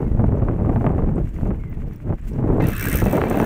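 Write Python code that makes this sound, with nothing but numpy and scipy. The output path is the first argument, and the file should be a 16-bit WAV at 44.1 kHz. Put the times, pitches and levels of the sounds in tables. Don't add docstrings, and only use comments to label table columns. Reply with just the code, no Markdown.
import sys
import numpy as np
from scipy import signal
from scipy.io import wavfile
from scipy.ndimage import uniform_filter1d, minimum_filter1d

SR = 44100
rng = np.random.default_rng(int(sys.argv[2]) if len(sys.argv) > 2 else 0)


def materialize(psi):
    bounded = np.clip(np.atleast_2d(psi).T, -1, 1)
    quanta = np.round(bounded * 32767).astype(np.int16)
    wavfile.write(sys.argv[1], SR, quanta)


def convert_level_to_amplitude(level_db):
    exponent = np.asarray(level_db, float) / 20
    return 10 ** exponent


N = 152145
CLUTCH_S = 2.6


def rms_one(x):
    return x / np.sqrt(np.mean(x ** 2) + 1e-20)


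def in_time(rows):
    return np.interp(np.arange(N) / SR, *np.transpose(rows))


def at_hz(points, hz):
    table_hz, value = np.transpose(points)
    return np.interp(np.log(hz), np.log(table_hz), value)


def drift(rate_hz):
    r = np.exp(-40 * np.pi * rate_hz / SR)
    noise = rng.standard_normal(N // 20 + 2002)
    slow = signal.lfilter([1], [1, -2 * r, r * r], noise)[2000:]
    return np.interp(np.arange(N) / 20, np.arange(len(slow)), rms_one(slow))


def clicks(s, gain):
    out = np.full(N, 1e-18)
    i = (np.asarray(s) * SR).astype(int)
    np.add.at(out, i[i < N], np.asarray(gain)[i < N])
    return out


def random_clicks(shape, per_s, spread_db, most):
    hit = rng.random(shape) < per_s / SR
    return hit * convert_level_to_amplitude(spread_db * np.minimum(rng.exponential(1, shape), most))


def fade(x, t60_s):
    return signal.lfilter([1], [1, -convert_level_to_amplitude(-60 / (t60_s * SR))], x)


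def ring(x, hz, t60_s):
    r, w = convert_level_to_amplitude(-60 / (t60_s * SR)), 2 * np.pi * hz / SR
    return signal.lfilter([0, np.sin(w)], [1, -2 * r * np.cos(w), r * r], x)


def bandpass(x, low_hz, high_hz):
    return signal.sosfilt(signal.butter(2, [low_hz, high_hz], "band", fs=SR, output="sos"), x)


def bands(sources, low_hz, high_hz, count, gain_db):
    edges, out = np.geomspace(low_hz, high_hz, count + 1), 0
    for k in range(count):
        centre_hz = np.sqrt(edges[k] * edges[k + 1])
        gain = convert_level_to_amplitude(gain_db(centre_hz))
        out = out + gain * bandpass(sources[k % len(sources)], edges[k], edges[k + 1])
    return out


# (frequency [Hz], level [dB per Hz])
POND_COLOUR = [(600, 0), (1900, 1.5), (2700, -3), (3600, -14.5), (4800, -14.5), (7800, -14), (10800, -19.5),
               (15500, -14.5)]
# (time [s], level [dB])
LAPPING_SWELL = [(0, 0.5), (0.599, -4.5), (.75, 2.5), (.88, -1.5), (1.099, -3.5), (1.481, 3), (1.521, -3.5),
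                 (2.238, -3.5), (2.289, 12.5), (2.35, -1.5), (2.6, 2)]
# (time [s], peak [dB], pitch [Hz])
DRIP_EVENTS = [(0.383, -51.5, 6040), (.55, -70, 6240), (0.8899, -54, 7800), (1.1578, -46, 8200),
               (1.292, -47, 7650), (1.3443, -48, 6750), (1.3798, -55, 6080), (1.4735, -53, 6500),
               (1.698, -39, 15400), (1.8826, -52, 5280), (1.888, -50, 14800), (1.9335, -51, 5840),
               (1.936, -47, 14000), (1.961, -39, 15100), (1.96, -48, 5560), (2.2149, -50, 7700),
               (2.2757, -44, 15400), (2.3343, -43, 5550), (2.5052, -54, 8010), (2.5346, -45, 13900)]


def pond():
    swell = in_time(LAPPING_SWELL) - np.mean(np.transpose(LAPPING_SWELL)[1])
    patches = 2 * np.tanh(drift(31.0) / 2)

    def gain_db(hz):
        lapping = swell * np.clip(hz / 5000, 0, 1)
        return at_hz(POND_COLOUR, hz) + lapping + 2.6 * patches + 0.5 * drift(27.0)

    hiss = bands(rng.standard_normal((2, N)), 478, 17300, 20, gain_db)
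    drips = sum(ring(clicks([s], [convert_level_to_amplitude(db)]), hz, t60_s=0.0072) for s, db, hz in DRIP_EVENTS)
    return convert_level_to_amplitude(-56.5) * rms_one(hiss) + drips


# (start [s], length [s], level [dB])
BIRD_CALLS = [
    (-.03, 0.2, -59),
    (1.575, 0.19, -57.5),
]


def bird():
    out = 0
    for start_s, length_s, db in BIRD_CALLS:
        u = np.clip((np.arange(N) / SR - start_s) / length_s, 0, 1)
        hz = 2150 - 330 * u ** 2.2 + 40 * drift(53.0)
        breath = 1 + 0.4 * drift(120.0)
        envelope = np.sqrt(np.sin(np.pi * u) + 1e-9) * (u > 0) * (u < 1)
        out = out + convert_level_to_amplitude(db + 2.5) * breath * envelope * np.sin(2 * np.pi * np.cumsum(hz) / SR)
    return out


# (frequency [Hz], level [dB], t60 [s])
IDLE_MODES = [(1180, 1, 0.012), (1490, 6.5, 0.0078), (2050, 0.5, 0.014), (2500, -34.5, .012)]
# (time [s], level [dB])
KNOCK_CARRY = [(0, -14.5), (1.5, -0.5), (1.65, 4), (1.93, -1.5), (2.0, -5.5), (3.45, -5)]


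def idle():
    first_s, period_s, level_db, weak_db = 0.087, 0.0912, -45, -19
    k = np.arange(56)
    weak = k % 2
    s = first_s + period_s * (k / 2 - 0.04 * weak)
    carry_db = np.interp(s, *np.transpose(KNOCK_CARRY))
    knock_db = level_db + weak_db * weak + carry_db
    knocks = 0
    for hz, db, t60_s in IDLE_MODES:
        chance_db = rng.normal(0, 3, len(k))
        knocks = knocks + ring(clicks(s, convert_level_to_amplitude(knock_db + db + chance_db)), hz, t60_s)
    return signal.sosfilt(signal.butter(4, 3000, fs=SR, output="sos"), knocks)


# (time [s], level [dB])
GUST_STRENGTH = [(0, -12), (.09, -25), (0.199, -18), (1.199, -18), (1.301, -47), (1.5, -17.5),
                 (1.622, -43.5), (1.898, -34.5), (1.992, -56.5), (2.06, -25), (2.13, -22), (2.18, -62),
                 (2.359, -23), (2.499, -9.5), (2.689, -18), (2.768, -39.5), (2.868, -21), (3.45, -17)]
# (time [s], tilt [dB per octave])
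PORT_FACING = [(0, -2), (.6, 1), (.9, 1.5), (1.3, -1), (1.8, 1), (2.1, 0.5), (2.4, 0), (2.75, 1), (3.05, 0),
               (3.15, 5.5), (3.45, 4.5)]
# (time [s], peak [dB], crack [dB])
PORT_SLAPS = [(0.029, -20, -58), (0.064, -26.5, -67), (0.173, -24, -55), (0.193, -12.5, -45),
              (0.241, -10, -52), (0.281, -23, -52), (0.318, -16, -61), (0.374, -29.5, -59),
              (0.398, -29, -48), (0.42, -17, -48), (0.486, -7.5, -40), (0.511, -24.5, -49.5),
              (0.599, -21, -50), (0.66, -18.5, -51), (0.693, -11.5, -44), (0.729, -17, -46.5),
              (0.759, -11, -38), (0.809, -11, -47), (0.842, -8, -48), (0.865, -6.5, -31), (0.892, -17, -42),
              (0.913, -23, -55), (0.981, -15.5, -43), (1.021, -17, -53), (1.062, -25.5, -52),
              (1.088, -22, -51), (1.18, -9.5, -54), (1.385, -23, -62), (1.41, -26.5, -52),
              (1.463, -17.5, -48), (1.505, -13.5, -43), (2.058, -28.5, -74), (2.074, -25, -68),
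              (2.101, -18, -47), (2.124, -17, -55), (2.359, -31, -58), (2.388, -22, -48.5),
              (2.436, -20, -57), (2.492, -21.5, -57), (2.554, -23.5, -58), (2.602, -15, -59),
              (2.628, -11.5, -52), (2.679, -20, -50), (2.852, -28.5, -34), (2.948, -18.5, -47),
              (3.017, -9.5, -45), (3.059, -5.5, -33), (3.072, -19, -71), (3.11, -15.5, -41),
              (3.131, -6.5, -39), (3.151, -16, -37), (3.178, -5.5, -36), (3.215, -13.5, -23),
              (3.237, -18.5, -25.5), (3.311, -13, -32), (3.344, -13, -32), (3.373, -12, -34),
              (3.399, -14, -26), (3.424, -9.5, -48)]


def wind_swing():
    rise_s, fall_s, slap_db = 0.008, 0.0092, 11
    s, db, _ = np.transpose(PORT_SLAPS)
    gust_excess = 0.5 * (np.interp(s, *np.transpose(GUST_STRENGTH)) + 19)
    over = db - np.mean(db) - gust_excess
    strength = np.clip(1 + 0.88 * over / slap_db, 0, 3)
    fall = fade(clicks(s, strength), fall_s * np.log(1000))
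    slap = uniform_filter1d(fall, size=int(rise_s * SR), origin=int(rise_s * SR / 4))
    gust = in_time(GUST_STRENGTH) - np.max(np.transpose(GUST_STRENGTH)[1])
    lumps, flutter = 0.5 * drift(60.0), 4 * drift(83.0)
    return gust, in_time(PORT_FACING), slap_db * slap + lumps + flutter


# (frequency [Hz], level [dB per Hz])
WIND_COLOUR = [(12, -36), (20, 5.5), (147, 3), (173, 2.5), (354, -5), (947, -19.5), (1030, -29.5),
               (2590, -54), (3000, -17.5), (3900, -48), (6600, -120)]
# (frequency [Hz], share [dB per dB])
GUST_SHARE = [(25, 0.16), (100, 0.4), (300, 0.62), (1000, 1.31), (3000, 5.2)]
# (frequency [Hz], share [dB per dB])
FLICKER_SHARE = [(25, 0.018), (100, 0.66), (300, 0.46), (1000, 0.93), (3000, 0.82)]


def turbulence(gust, tilt, fast):
    def gain_db(hz):
        swing = at_hz(GUST_SHARE, hz) * gust + at_hz(FLICKER_SHARE, hz) * fast
        tilted = tilt * np.clip(np.log2(hz / 200), -2, 2.5)
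        return at_hz(WIND_COLOUR, hz) + swing + tilted + 1.6 * drift(18.0)

    return convert_level_to_amplitude(-19) * rms_one(bands(rng.standard_normal((2, N)), 18.28, 3080, 16, gain_db))


def eddy_thuds(gust, tilt, fast):
    centre_hz = 501
    born = random_clicks(N, per_s=180, spread_db=9.8, most=3)
    thuds = bandpass(born + 1e-18, centre_hz * 0.63, centre_hz * 1.247)
    return convert_level_to_amplitude(-34.5 + 0.85 * gust + 1.65 * tilt + 0.25 * fast) * rms_one(thuds)


def slap_pops():
    s, db, _ = np.transpose(PORT_SLAPS)
    later_s = np.cumsum(rng.uniform(0.003, 0.007, (len(s), 3)), axis=1) - 0.004
    pop_db = db[:, None] + 1.5 - 3.3 * np.arange(3)
    burst = clicks((s[:, None] + later_s).ravel(), convert_level_to_amplitude(pop_db).ravel())
    puffs = fade(burst, 0.008) * (1 + 0.44 * drift(780.0))
    return bandpass(puffs, 250, 1110)


def slap_cracks():
    s, _, crack_db = np.transpose(PORT_SLAPS)
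    snaps = fade(clicks(s + 0.0014, convert_level_to_amplitude(crack_db + 24)), 0.0015)
    return bandpass(snaps * (1 + 0.25 * rng.standard_normal(N)), 700, 4000)


def wind():
    swing = wind_swing()
    x = turbulence(*swing)
    cracks = slap_cracks()
    pressure = x + x * x + slap_pops() + eddy_thuds(*swing)
    lean = signal.lfilter([1, -1], [1, -np.exp(-2 * np.pi * 8.0 / SR)], pressure)
    port = signal.butter(4, 2330, fs=SR, output="sos")
    return signal.sosfilt(port, lean + cracks) + 0.034 * cracks


# (time [s], level [dB])
SPRAY_LEVEL = [(2.6, -53), (2.63, -57.5), (2.8, -54.5), (3.0, -56), (3.2, -58), (3.45, -56.5)]
# (frequency [Hz], level [dB per Hz])
SPRAY_COLOUR = [(900, 0.5), (1400, 4.5), (2600, -11), (4000, -11), (5000, -23), (6000, -18), (11000, -29),
                (15900, -46)]


def spray():
    drops = random_clicks((2, N), per_s=2500, spread_db=4.6, most=4) * rng.choice([-1, 1], (2, N))
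    drops = drops * (np.arange(N) > CLUTCH_S * SR)
    patter = bands(drops + 1e-18, 1063, 16100, 20, lambda hz: at_hz(SPRAY_COLOUR, hz) + 1.1 * drift(10.0))
    return convert_level_to_amplitude(in_time(SPRAY_LEVEL) + 9) * rms_one(patter)


# (time [s], peak [dB])
CHAIN_TEETH = [(2.6043, -47), (2.6218, -31), (2.6402, -30), (2.6692, -22), (2.6851, -19), (2.7181, -31),
               (2.7505, -28), (2.7954, -18), (2.8089, -18.5), (2.8258, -18), (2.8398, -18), (2.8543, -14),
               (2.8702, -21.5), (2.8842, -14), (2.9141, -17.5), (2.9276, -16), (2.9555, -12.5),
               (2.9705, -16), (2.9999, -18.5), (3.0403, -25), (3.0533, -23.5), (3.0822, -29), (3.1097, -26),
               (3.1256, -19.5), (3.1531, -29.5), (3.168, -26.5), (3.1965, -39), (3.2109, -36),
               (3.2249, -44.5), (3.2553, -40), (3.2693, -42), (3.2833, -33), (3.2982, -21), (3.3267, -34),
               (3.3421, -38), (3.3561, -32), (3.3711, -29), (3.386, -28.5), (3.414, -30),
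               (2.703, -26.5), (2.7319, -23.5), (2.7644, -21.5), (2.7795, -25.5), (2.8974, -18),
                (2.9404, -20), (2.9855, -18), (3.0144, -29), (3.0258, -36), (3.0666, -29), (3.095, -28),
                (3.1403, -33), (3.1814, -34.5), (3.2394, -33), (3.3114, -37), (3.3986, -24.5),
                (3.4296, -31), (3.4429, -27)]
# (frequency [Hz], level [dB])
HOUSING_MODES = [(1507, -6.5), (1584, 6.5), (1650, 8), (1730, 10.5), (1900, 8.5), (2085, 7.5), (2320, 5.5),
                 (2595, 6), (2950, -48)]
# (time [s], level [dB])
GEAR_LOAD = [(2.597, -91), (2.603, -34), (2.71, -38.5), (2.73, -37), (2.79, -36.5), (2.83, -29),
             (3.01, -34), (3.05, -40), (3.45, -39)]
# (time [s], level [dB])
LOW_SHELL = [(2.6, -20), (2.715, -24), (2.73, 1), (3.01, -2.5), (3.04, -13), (3.45, 2.5)]


def housing(tooth_s):
    beat = 1 + 1.66 * fade(clicks(tooth_s, np.ones(len(tooth_s))), 0.012)
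    mesh = random_clicks(N, per_s=2500, spread_db=3.0, most=3) * rng.choice([-1, 1], N) * beat
    low_shell_db = in_time(LOW_SHELL)
    body = 0
    for hz, db in HOUSING_MODES:
        mode_db = db + 7.5 * np.tanh(drift(23)) + low_shell_db * (hz < 1800)
        body = body + convert_level_to_amplitude(mode_db) * ring(mesh + 1e-18, hz, t60_s=0.035)
    body = rms_one(body[int(CLUTCH_S * SR):])
    body = signal.sosfilt(signal.butter(3, 1300, "high", fs=SR, output="sos"), body)
    return convert_level_to_amplitude(in_time(GEAR_LOAD)) * np.concatenate([np.zeros(N - len(body)), body])


# (frequency [Hz], level [dB per Hz])
RATTLE_COLOUR = [(1760, -35), (3000, -17), (4500, -24), (5860, -9.5), (7230, -18.5), (8310, -9),
                 (10500, -17), (13500, -9.5), (15900, -3.5)]
# (frequency [Hz], level [dB])
LINK_MODES = [(4000, -23), (5950, -28), (8200, -17.5), (8800, -15), (12600, -8.5), (13550, -5.5),
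              (14500, -14), (15300, -9.5)]


def chain(hits):
    shape = fade(hits, 0.012) + convert_level_to_amplitude(-9) * fade(hits, 0.092)
    rattle = bands(shape * rng.standard_normal((2, N)), 2620, 16250, 18,
                   lambda hz: at_hz(RATTLE_COLOUR, hz) + 2.35 * drift(30.0))
    touch = fade(hits, 0.0018) * rng.choice([-1, 1], N)
    links = sum(ring(touch * convert_level_to_amplitude(db - 16 + 3.4 * drift(44.0)), hz, t60_s=0.015) for hz, db in LINK_MODES)
    return rattle + links


def drive():
    s, peak_db = np.transpose(np.array(CHAIN_TEETH))
    return chain(clicks(s, convert_level_to_amplitude(peak_db + 1))) + housing(s)


def scene():
    return (pond() + bird() + idle() + wind() + spray() + drive())[None]


def top_cut(x):
    return signal.sosfilt(signal.butter(12, 16510, fs=SR, output="sos"), x)


def record(dry):
    limit, window = 0.5, 61
    dry = dry - 0.29 * signal.lfilter(*signal.iirpeak(5030, 5.0, fs=SR), dry)
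    need = minimum_filter1d(np.minimum(1, limit / (np.abs(dry) + 1e-9)), size=window, axis=1)
    held = dry * uniform_filter1d(need, size=window, axis=1)
    mix = signal.sosfilt(signal.cheby2(14, 45, 16000, fs=SR, output="sos"), held)
    return top_cut(mix)


dry = scene()
out = record(dry)
materialize(out)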